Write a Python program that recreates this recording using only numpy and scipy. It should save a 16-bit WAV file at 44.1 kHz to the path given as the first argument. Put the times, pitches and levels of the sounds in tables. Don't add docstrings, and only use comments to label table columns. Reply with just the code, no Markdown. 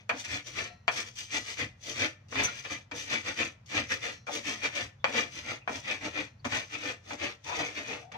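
import sys
import numpy as np
from scipy import signal
from scipy.fft import rfft, irfft
from scipy.io import wavfile
from scipy.ndimage import uniform_filter1d

SR = 44100
rng = np.random.default_rng(int(sys.argv[2]) if len(sys.argv) > 2 else 0)


def wav_out(sig):
    wavfile.write(sys.argv[1], SR, np.round(np.clip(np.atleast_2d(sig).T, -1, 1) * 32767).astype(np.int16))


N = 360297
HZ = np.fft.rfftfreq(8192, 1 / SR)


# t/s of peak speed, rise/s, fall/s, grit level/dB, slab and pulp level/dB relative to the grit
RUBS = [(0.004, 0.025, 0.05, -53, -6, -7), (0.144, 0.049, 0.074, -44.5, 1.5, -12.0),
        (0.212, 0.054, 0.032, -46, -10, 6), (0.256, 0.02, 0.025, -38.5, -19, -2.5),
        (0.355, 0.11, 0.066, -34.5, -7.5, -5), (0.482, 0.036, 0.074, -45.5, -4.5, 2.0),
        (0.587, 0.051, 0.16, -33, -6.0, -8.5), (0.925, 0.019, 0.036, -47, -5, 5.5),
        (0.995, 0.078, 0.067, -35, -6.0, -1), (1.077, 0.037, 0.053, -49, -6.0, 4),
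        (1.201, 0.048, 0.073, -43.5, -14, 5.5), (1.368, 0.065, 0.059, -31, -6.5, -4),
        (1.512, 0.094, 0.064, -40.0, -9.5, 0.0), (1.605, 0.04, 0.072, -31.5, -6.0, -9.5),
        (1.903, 0.076, 0.074, -40.5, -3.5, 1.5), (2.035, 0.09, 0.072, -28, -6.0, -8.5),
        (2.347, 0.054, 0.093, -51.5, 8, 4.5), (2.402, 0.068, 0.15, -28, -6.5, -11.5),
        (2.592, 0.067, 0.055, -44, -13.5, -1), (2.659, 0.024, 0.043, -39, -8, -7),
        (2.717, 0.029, 0.085, -33.5, -6.5, -7.5), (2.927, 0.016, 0.1, -47.5, 8.5, -9),
        (2.984, 0.043, 0.14, -41.5, -8, 2), (3.142, 0.071, 0.081, -28.5, -7.5, -9),
        (3.284, 0.049, 0.075, -33.0, -5, -7), (3.416, 0.056, 0.078, -28.5, -6.0, -9.5),
        (3.778, 0.076, 0.078, -28, -4.5, -10.0), (3.923, 0.035, 0.073, -30.5, -8.5, -5.5),
        (4.053, 0.045, 0.12, -33, -6, -7.5), (4.286, 0.027, 0.12, -47, 1.5, -5),
        (4.364, 0.066, 0.061, -37, -1.5, 1.5), (4.487, 0.058, 0.13, -33.5, -6, -4.5),
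        (4.651, 0.035, 0.059, -27.0, -7.5, -11.0), (4.787, 0.072, 0.1, -32.0, -7, -8),
        (5.093, 0.036, 0.047, -41, 0, -7), (5.186, 0.074, 0.089, -28.0, -4, -9.5),
        (5.394, 0.094, 0.039, -41.5, -11, -2.5), (5.512, 0.09, 0.075, -34.5, -3, -9),
        (5.701, 0.034, 0.083, -46.5, 7.5, -6), (5.763, 0.072, 0.062, -41.5, -2.5, 1),
        (5.919, 0.087, 0.068, -31.0, -7, -11.0), (6.063, 0.064, 0.062, -34, -1.5, -10),
        (6.188, 0.064, 0.084, -33.5, -3.5, -10), (6.462, 0.019, 0.031, -40.0, 4.5, -1.0),
        (6.565, 0.073, 0.082, -29.5, -7, -8), (6.753, 0.057, 0.06, -36.5, -10.5, -8),
        (6.892, 0.13, 0.07, -34.5, -4, -9), (7.14, 0.088, 0.03, -42.5, 1, -3.5),
        (7.254, 0.078, 0.088, -31.0, -5.5, -12), (7.498, 0.067, 0.42, -40, -8.5, -5),
        (7.603, 0.096, 0.14, -34.5, -3, -11), (7.781, 0.036, 0.088, -35.5, -8.5, -10.5),
        (7.92, 0.1, 0.12, -38.0, -1.5, -9.5), (8.152, 0.041, 0.037, -46.0, 0.0, -13)]
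# f/Hz, level/dB
GRIT_SPECTRUM = [(300, -36.5), (700, -26), (1100, -10), (1800, -1.5), (2400, 1.5), (3000, -3), (3800, -6),
                 (5000, -12.5), (8000, -58.5), (16000, -70)]
SLAB_SPECTRUM = [(30, -27), (60, -13), (90, -1.5), (170, -10.5), (290, 3), (390, -2.5), (550, -4.5),
                 (800, -8.5), (1150, -9.5), (1700, -8.5), (4000, -53)]
PULP_SPECTRUM = [(1500, -29), (3000, 0.5), (4000, -3), (5200, -1.5), (6300, -2), (7200, -7.5),
                 (8300, -13.5), (10000, -22.5), (13000, -28), (15500, -24.5)]
def rubbing():
    slab_db, pulp_db = np.transpose(RUBS)[-2:]
    light = pressure(np.zeros(len(RUBS)), growth=1, lag_s=0)
    heavy = pressure(slab_db, growth=1.09, lag_s=0.0044)
    wet = pressure(pulp_db, growth=0.79, lag_s=-0.0024)
    wet = np.hypot(wet, squishes())
    grit = light * friction(fractures(per_s=2600, spread_db=3.5), GRIT_SPECTRUM)
    slab = amp(-1) * heavy * friction(fractures(per_s=3600, spread_db=3), SLAB_SPECTRUM)
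    pulp = amp(-0.27) * wet * friction(fractures(per_s=2200, spread_db=4.5), PULP_SPECTRUM)
    pulp *= flutter(rate_hz=270, depth_db=0.46)
    pitted_stone = flutter(rate_hz=130, depth_db=0.76)
    return contact() * (grit + slab + pulp) * pitted_stone


def pressure(offsets_db, growth, lag_s, swing_db=20):
    t, power = np.arange(0, N, 64) / SR, 0
    for (s, rise, fall, db, _, _), offset_db in zip(RUBS, offsets_db):
        age = t - s - lag_s
        from_peak = np.where(age < 0, abs(age / rise) ** 1.73, abs(age / fall) ** 1.32)
        power += amp(db + offset_db - growth * swing_db * from_peak) ** 2
    return np.interp(np.arange(N) / SR, t, np.sqrt(power))


def fractures(per_s, spread_db):
    size = amp(spread_db * np.minimum(rng.exponential(1, N), 4))
    return unit(size * rng.choice([-1, 1], N) * (rng.random(N) < per_s / SR))


# f/Hz, bandwidth/Hz, gain/dB
MORTAR_MODES = [(229, 57, 6.0), (297, 26, 5.0), (382, 18, -5.0), (482, 105, 8.5), (588, 32, 8.0),
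                (634, 30, 5.0), (720, 99, 5.5), (885, 87, 6.5), (973, 19, -3.0), (1078, 27, 3.5),
                (1214, 105, 6.0), (1373, 22, 4.5), (1607, 18, -2.0), (1776, 52, 6.5), (1881, 30, 4.0),
                (1967, 111, 5.0), (2073, 30, 4.0), (2181, 24, 3.0), (2336, 125, 5.5), (2442, 160, 4.0),
                (2603, 50, 2.5), (2788, 31, 4.0), (3475, 224, 5.0), (4612, 297, 3.0), (6068, 611, 7.5),
                (7895, 515, 3.0)]
def friction(train, spectrum):
    stone = colour(train, read(spectrum) + resonances(MORTAR_MODES))
    return unit(amp(-3.5) * direct(stone) + scatter(stone))


# t/s of leaving, t/s of touching again, squish level/dB
PESTLE_LIFTS = [(0.03, 0.092, -52), (0.649, 0.874, -51), (1.115, 1.155, -45), (1.77, 1.806, -70),
                (2.14, 2.283, -57), (2.82, 2.912, -46.5), (3.542, 3.659, -51), (4.14, 4.265, -46.5),
                (4.867, 5.046, -59), (5.58, 5.676, -52), (6.295, 6.447, -50), (7.353, 7.44, -49),
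                (8.025, 8.118, -48.5)]
def contact(peel_db_per_s=129, touch_s=0.003):
    t, touch = np.arange(N) / SR, np.ones(N)
    for leaves, lands, _ in PESTLE_LIFTS:
        lifted = (t > leaves) & (t < lands + touch_s)
        peeling = amp(-peel_db_per_s * (t[lifted] - leaves))
        landing = np.clip((t[lifted] - lands) / touch_s, 0, 1)
        touch[lifted] = np.maximum(peeling, landing)
    return touch


def squishes(decay_s=0.012):
    t, envelope = np.arange(SR // 5) / SR, np.zeros(N)
    for _, lands, db in PESTLE_LIFTS:
        add(envelope, lands, amp(db) * np.exp(-t / decay_s))
    return envelope


# t/s, level/dB, contact cutoff f/Hz, relative click level/dB
IMPACTS = [(0.0934, -0.5, 3420, -4.5), (0.106, -10, 2370, -4), (0.250, -26, 5000, -8),
           (0.8800, 0.5, 3930, 6.5), (1.160, -41, 7000, -10), (1.345, -13.5, 4000, -8),
           (1.570, -27, 5000, -10), (1.895, -32, 2000, -9), (2.325, -15.5, 2500, 1),
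           (2.354, -9.5, 3000, -9), (2.649, -17.5, 4000, -15), (2.9137, -15, 5500, 0),
           (3.715, -18.5, 5000, -9), (3.908, -31, 3500, -12), (4.269, -17, 3020, 0),
           (4.281, -13.5, 1200, -2), (4.445, -27, 5004, -11), (4.617, -24, 4000, -12),
           (4.644, -9.5, 3500, 0), (5.0434, 1, 3400, 7.5), (5.141, -10, 4000, -11), (5.6765, -7, 1670, 5),
           (5.692, -12.5, 1290, -11), (6.4453, -16, 4500, -1), (6.452, -10.5, 1370, -1),
           (6.521, -7.5, 4003, -14), (7.106, -13.5, 2560, -6), (8.118, -22, 5610, -1)]
# f/Hz, level/dB
IMPACT_SPECTRUM = [(40, -54.5), (150, -13.5), (350, -13.5), (550, -1.5), (1000, 1.5), (1600, 3), (2400, 3),
                   (3300, -6), (4500, -7), (6000, -13.5), (7300, -14.5), (9000, -27.5), (15000, -41.5)]
# f/Hz, bandwidth/Hz, gain/dB
PESTLE_MODES = [(631, 210, 2.5), (1670, 150, 4), (2115, 130, -10), (2340, 250, 8.5), (3270, 240, 10.5),
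                (4040, 210, -3), (4580, 420, 7), (5300, 440, -13.5), (5850, 450, 12.5), (7330, 290, 11)]
def knocks():
    rings, clicks = np.zeros((2, N))
    body = resonances(PESTLE_MODES) + 0.5 * resonances(MORTAR_MODES)
    for s, db, cutoff_hz, click_db in IMPACTS:
        blow = read(IMPACT_SPECTRUM) - 10 * np.log10(1 + (HZ / cutoff_hz) ** 4)
        add(rings, s, amp(db + 5) * response(blow + body))
        add(clicks, s, amp(db + click_db - 4) * response(blow))
    return direct(clicks) + scatter(rings)


# t/s of the middle, duration/s, level/dB, f/Hz, half-width/Hz
STICK_SLIPS = [(.715, 0.097, -60, 703, 25), (2.385, 0.076, -34, 2470, 200), (2.401, .11, -36, 790, 450),
               (2.447, .04, -25.5, 6080, 150), (2.478, 0.041, -35.5, 1400, 50.5),
               (3.915, 0.048, -29.5, 1830, 200), (4.292, 0.051, -39.5, 760, 120),
               (5.012, 0.067, -67, 3520, 149), (5.622, 0.034, -49, 2520, 70), (6.4, .03, -65, 4500, 150),
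               (7.512, 0.15, -38, 970, 348), (7.598, 0.087, -37.5, 735, 400),
               (8.056, 0.2, -57.5, 723, 69.4), (8.153, 0.049, -42.5, 850, 91)]
def squeaks():
    out = np.zeros(N)
    for s, length, db, hz, width in STICK_SLIPS:
        ring = response(-20 * np.log10(1 + ((HZ - hz) / width) ** 2))
        slips = rng.standard_normal(len(ring) + int(length * SR))
        tone = signal.fftconvolve(slips, ring, "valid")
        add(out, s - length / 2, amp(db) * unit(tone) * np.hanning(len(tone)))
    return out


# t/s, level/dB, time constant/s
CLOVE_BURSTS = [(0.092, -42, 0.0016), (0.208, -48, .008), (1.343, -52, .012), (2.431, -30, 0.01),
                (2.446, -39, 0.0066), (6.449, -51, 0.0043)]
def bursts():
    t, envelope = np.arange(SR // 10) / SR, np.zeros(N)
    for s, db, decay_s in CLOVE_BURSTS:
        add(envelope, s, amp(db) * np.exp(-t / decay_s))
    bright = read([(1000, -15), (4000, -5), (7000, 8.5), (9000, -4.5), (15000, -16)])
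    return envelope * colour(fractures(per_s=4200, spread_db=4), bright)


# t/s, level/dB
MORTAR_ROCKS = [(.345, -46), (.61, -53), (1.64, -43.5), (2.385, -46), (2.45, -47), (3.28, -49.5),
                (3.79, -46), (3.92, -49), (4.85, -49), (4.985, -54.5), (5.4, -55), (5.78, -53), (6.1, -50),
                (6.46, -50), (6.55, -46.5)]
# f/Hz, level/dB
COUNTER_SPECTRUM = [(25, -27), (45, -12), (58, -5.5), (70, -9), (85, 3), (105, 3.5), (135, -4.5),
                    (200, -21.5), (500, -67)]
def thuds(half_length_s=0.038):
    t = np.arange(N) / SR
    push = sum(amp(db) * np.exp(-((t - s) / half_length_s) ** 2) for s, db in MORTAR_ROCKS)
    return push * rumble(COUNTER_SPECTRUM)


# f/Hz, level/dB, T60/s
BOWL_MODES = [(1344, -5, 0.42), (1900, -13, 0.62), (2640, -16, 0.35), (4130, -12.5, 0.41),
              (4600, -20, 0.43), (5430, -13, 0.34), (5860, -16, 0.64), (6540, -16, 0.35)]
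# t/s, level/dB, f/Hz of strongest excitation
BOWL_JOGS = [(0.67, -42, 2940), (2.469, -38, 3980), (4.131, -45.5, 5500), (6.27, -56, 3700)]
def bowls(shake):
    t = np.arange(SR) / SR
    modes = np.array([amp(db - 60 * t / t60) * np.sin(2 * np.pi * hz * t) for hz, db, t60 in BOWL_MODES])
    out = amp(-62.5) * signal.oaconvolve(shake, modes.sum(0))[:N]
    for s, db, bright_hz in BOWL_JOGS:
        octaves_off = np.log2(np.array(BOWL_MODES)[:, 0] / bright_hz)
        add(out, s, amp(db - 10.6 * octaves_off ** 2) @ modes)
    return out


def direct(x, lag_samples=8):
    return np.array([x, amp(-3.5) * np.pad(x, (lag_samples, 0))[:N]])


# f/Hz, T60/s
SINK_DECAY = [(100, 0.082), (600, 0.13), (2000, 0.1), (6000, 0.067), (14000, 0.12)]
def scatter(x, size=8192):
    out, window = np.zeros((2, N)), np.sin(np.pi * np.arange(size) / size)
    for start in range(0, N, size // 2):
        piece = x[start:start + size]
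        if np.any(piece):
            paths = echoes(SINK_DECAY, SR // 10)
            left, right = signal.fftconvolve([piece * window[:len(piece)]], paths, axes=1)
            add(out[0], start / SR, left)
            add(out[1], start / SR, right)
    return out


# f/Hz, T60/s
ROOM_DECAY = [(100, 0.17), (500, 0.43), (2000, 0.34), (6000, 0.28), (14000, 0.26)]
def walls(spill):
    return signal.oaconvolve(spill, echoes(ROOM_DECAY, SR // 2), axes=1)[:, :N]


def echoes(t60, length, coherent_hz=380):
    hz, t, (left, other) = signal.stft(rng.standard_normal((2, length)), SR, nperseg=256)
    coherence = (1 / (1 + (hz / coherent_hz) ** 4))[:, None]
    right = coherence * left + np.sqrt(1 - coherence ** 2) * other
    decay = amp(-60 * t / read(t60, hz)[:, None])
    tail = signal.istft(np.array([left, right]) * decay, SR, nperseg=256)[1]
    tail *= np.clip(np.arange(tail.shape[1]) / SR / 0.00068 - 0.5, 0, 1)
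    return tail / np.linalg.norm(tail, axis=1, keepdims=True)


# f/Hz, level/dB
DRONE_SPECTRUM = [(25, -48), (45, -16), (58, -0.5), (70, -20), (85, 2.5), (105, 3.5), (128, 2), (160, -10),
                  (220, -11), (500, -61.5)]
AIR_SPECTRUM = [(30, -5), (200, -8), (500, -3.5), (1000, -7), (2200, -11), (4000, -18.5), (6500, -21),
                (9000, -44), (15000, -52)]
def background():
    drone = amp(-57) * rumble(DRONE_SPECTRUM) * flutter(rate_hz=6, depth_db=1.6)
    air = np.array([colour(rng.standard_normal(N), read(AIR_SPECTRUM)) for side in range(2)])
    return drone + amp(-68.5) * air


def rumble(spectrum):
    noise = colour(rng.standard_normal(N), read(spectrum))
    return noise / np.sqrt(uniform_filter1d(noise ** 2, size=4000) + 1e-3)


def flutter(rate_hz, depth_db):
    bumps = signal.resample(rng.standard_normal(int(2 * rate_hz * N / SR)), N)
    return unit(amp(depth_db * bumps))


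def resonances(modes):
    return sum(db / (1 + (2 * (HZ - hz) / width) ** 2) for hz, width, db in modes)


def response(db):
    log_gain = np.log(amp(np.r_[db, db[-2:0:-1]]))
    spectrum = np.exp(np.conj(signal.hilbert(log_gain)))[:len(db)]
    taps = irfft(spectrum)[:len(db) // 2]
    return taps / np.linalg.norm(taps)


def colour(x, db):
    return signal.oaconvolve(x, response(db))[:N]


def read(points, hz=HZ):
    f, value = np.transpose(points)
    return np.interp(np.log(hz + 1), np.log(f + 1), value)


def amp(db):
    return 10 ** (np.asarray(db) / 20)


def unit(x):
    return x / np.sqrt(np.mean(x ** 2) + 1e-20)


def add(mix, s, sound):
    part = mix[max(round(s * SR), 0):][:len(sound)]
    part += sound[:len(part)]


def scene():
    accents, blows = squeaks() + bursts(), knocks()
    grinding = rubbing() + amp(-4.5) * direct(accents) + scatter(accents)
    steel = bowls(grinding[0] + blows[0])
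    spill = amp(-17.5) * grinding[:1] + amp(-12.5) * blows[:1]
    return grinding + blows + steel + walls(spill) + thuds() + background()


# f/Hz, left minus right level/dB
MIC_IMBALANCE = [(100, 0.5), (300, -1.5), (500, 1), (800, 6), (1200, -0.5), (1800, 1.5), (2500, 3),
                 (3500, 2), (4500, 0), (5700, 5.5), (7000, 1), (9000, -1.5), (14000, -2)]
def record(dry, low_cut_hz=30, high_cut_hz=15650):
    hz = np.fft.rfftfreq(N, 1 / SR)
    lean_db = read(MIC_IMBALANCE, hz)
    low_cut = hz ** 3 / (hz ** 3 + low_cut_hz ** 3)
    heard = irfft(rfft(dry) * low_cut * amp([lean_db / 2, -lean_db / 2]), N)
    high_cut = signal.firwin(511, high_cut_hz, window=("kaiser", 9), fs=SR)
    return signal.oaconvolve(heard, high_cut[None], "same")


dry = scene()
out = record(dry)
wav_out(out)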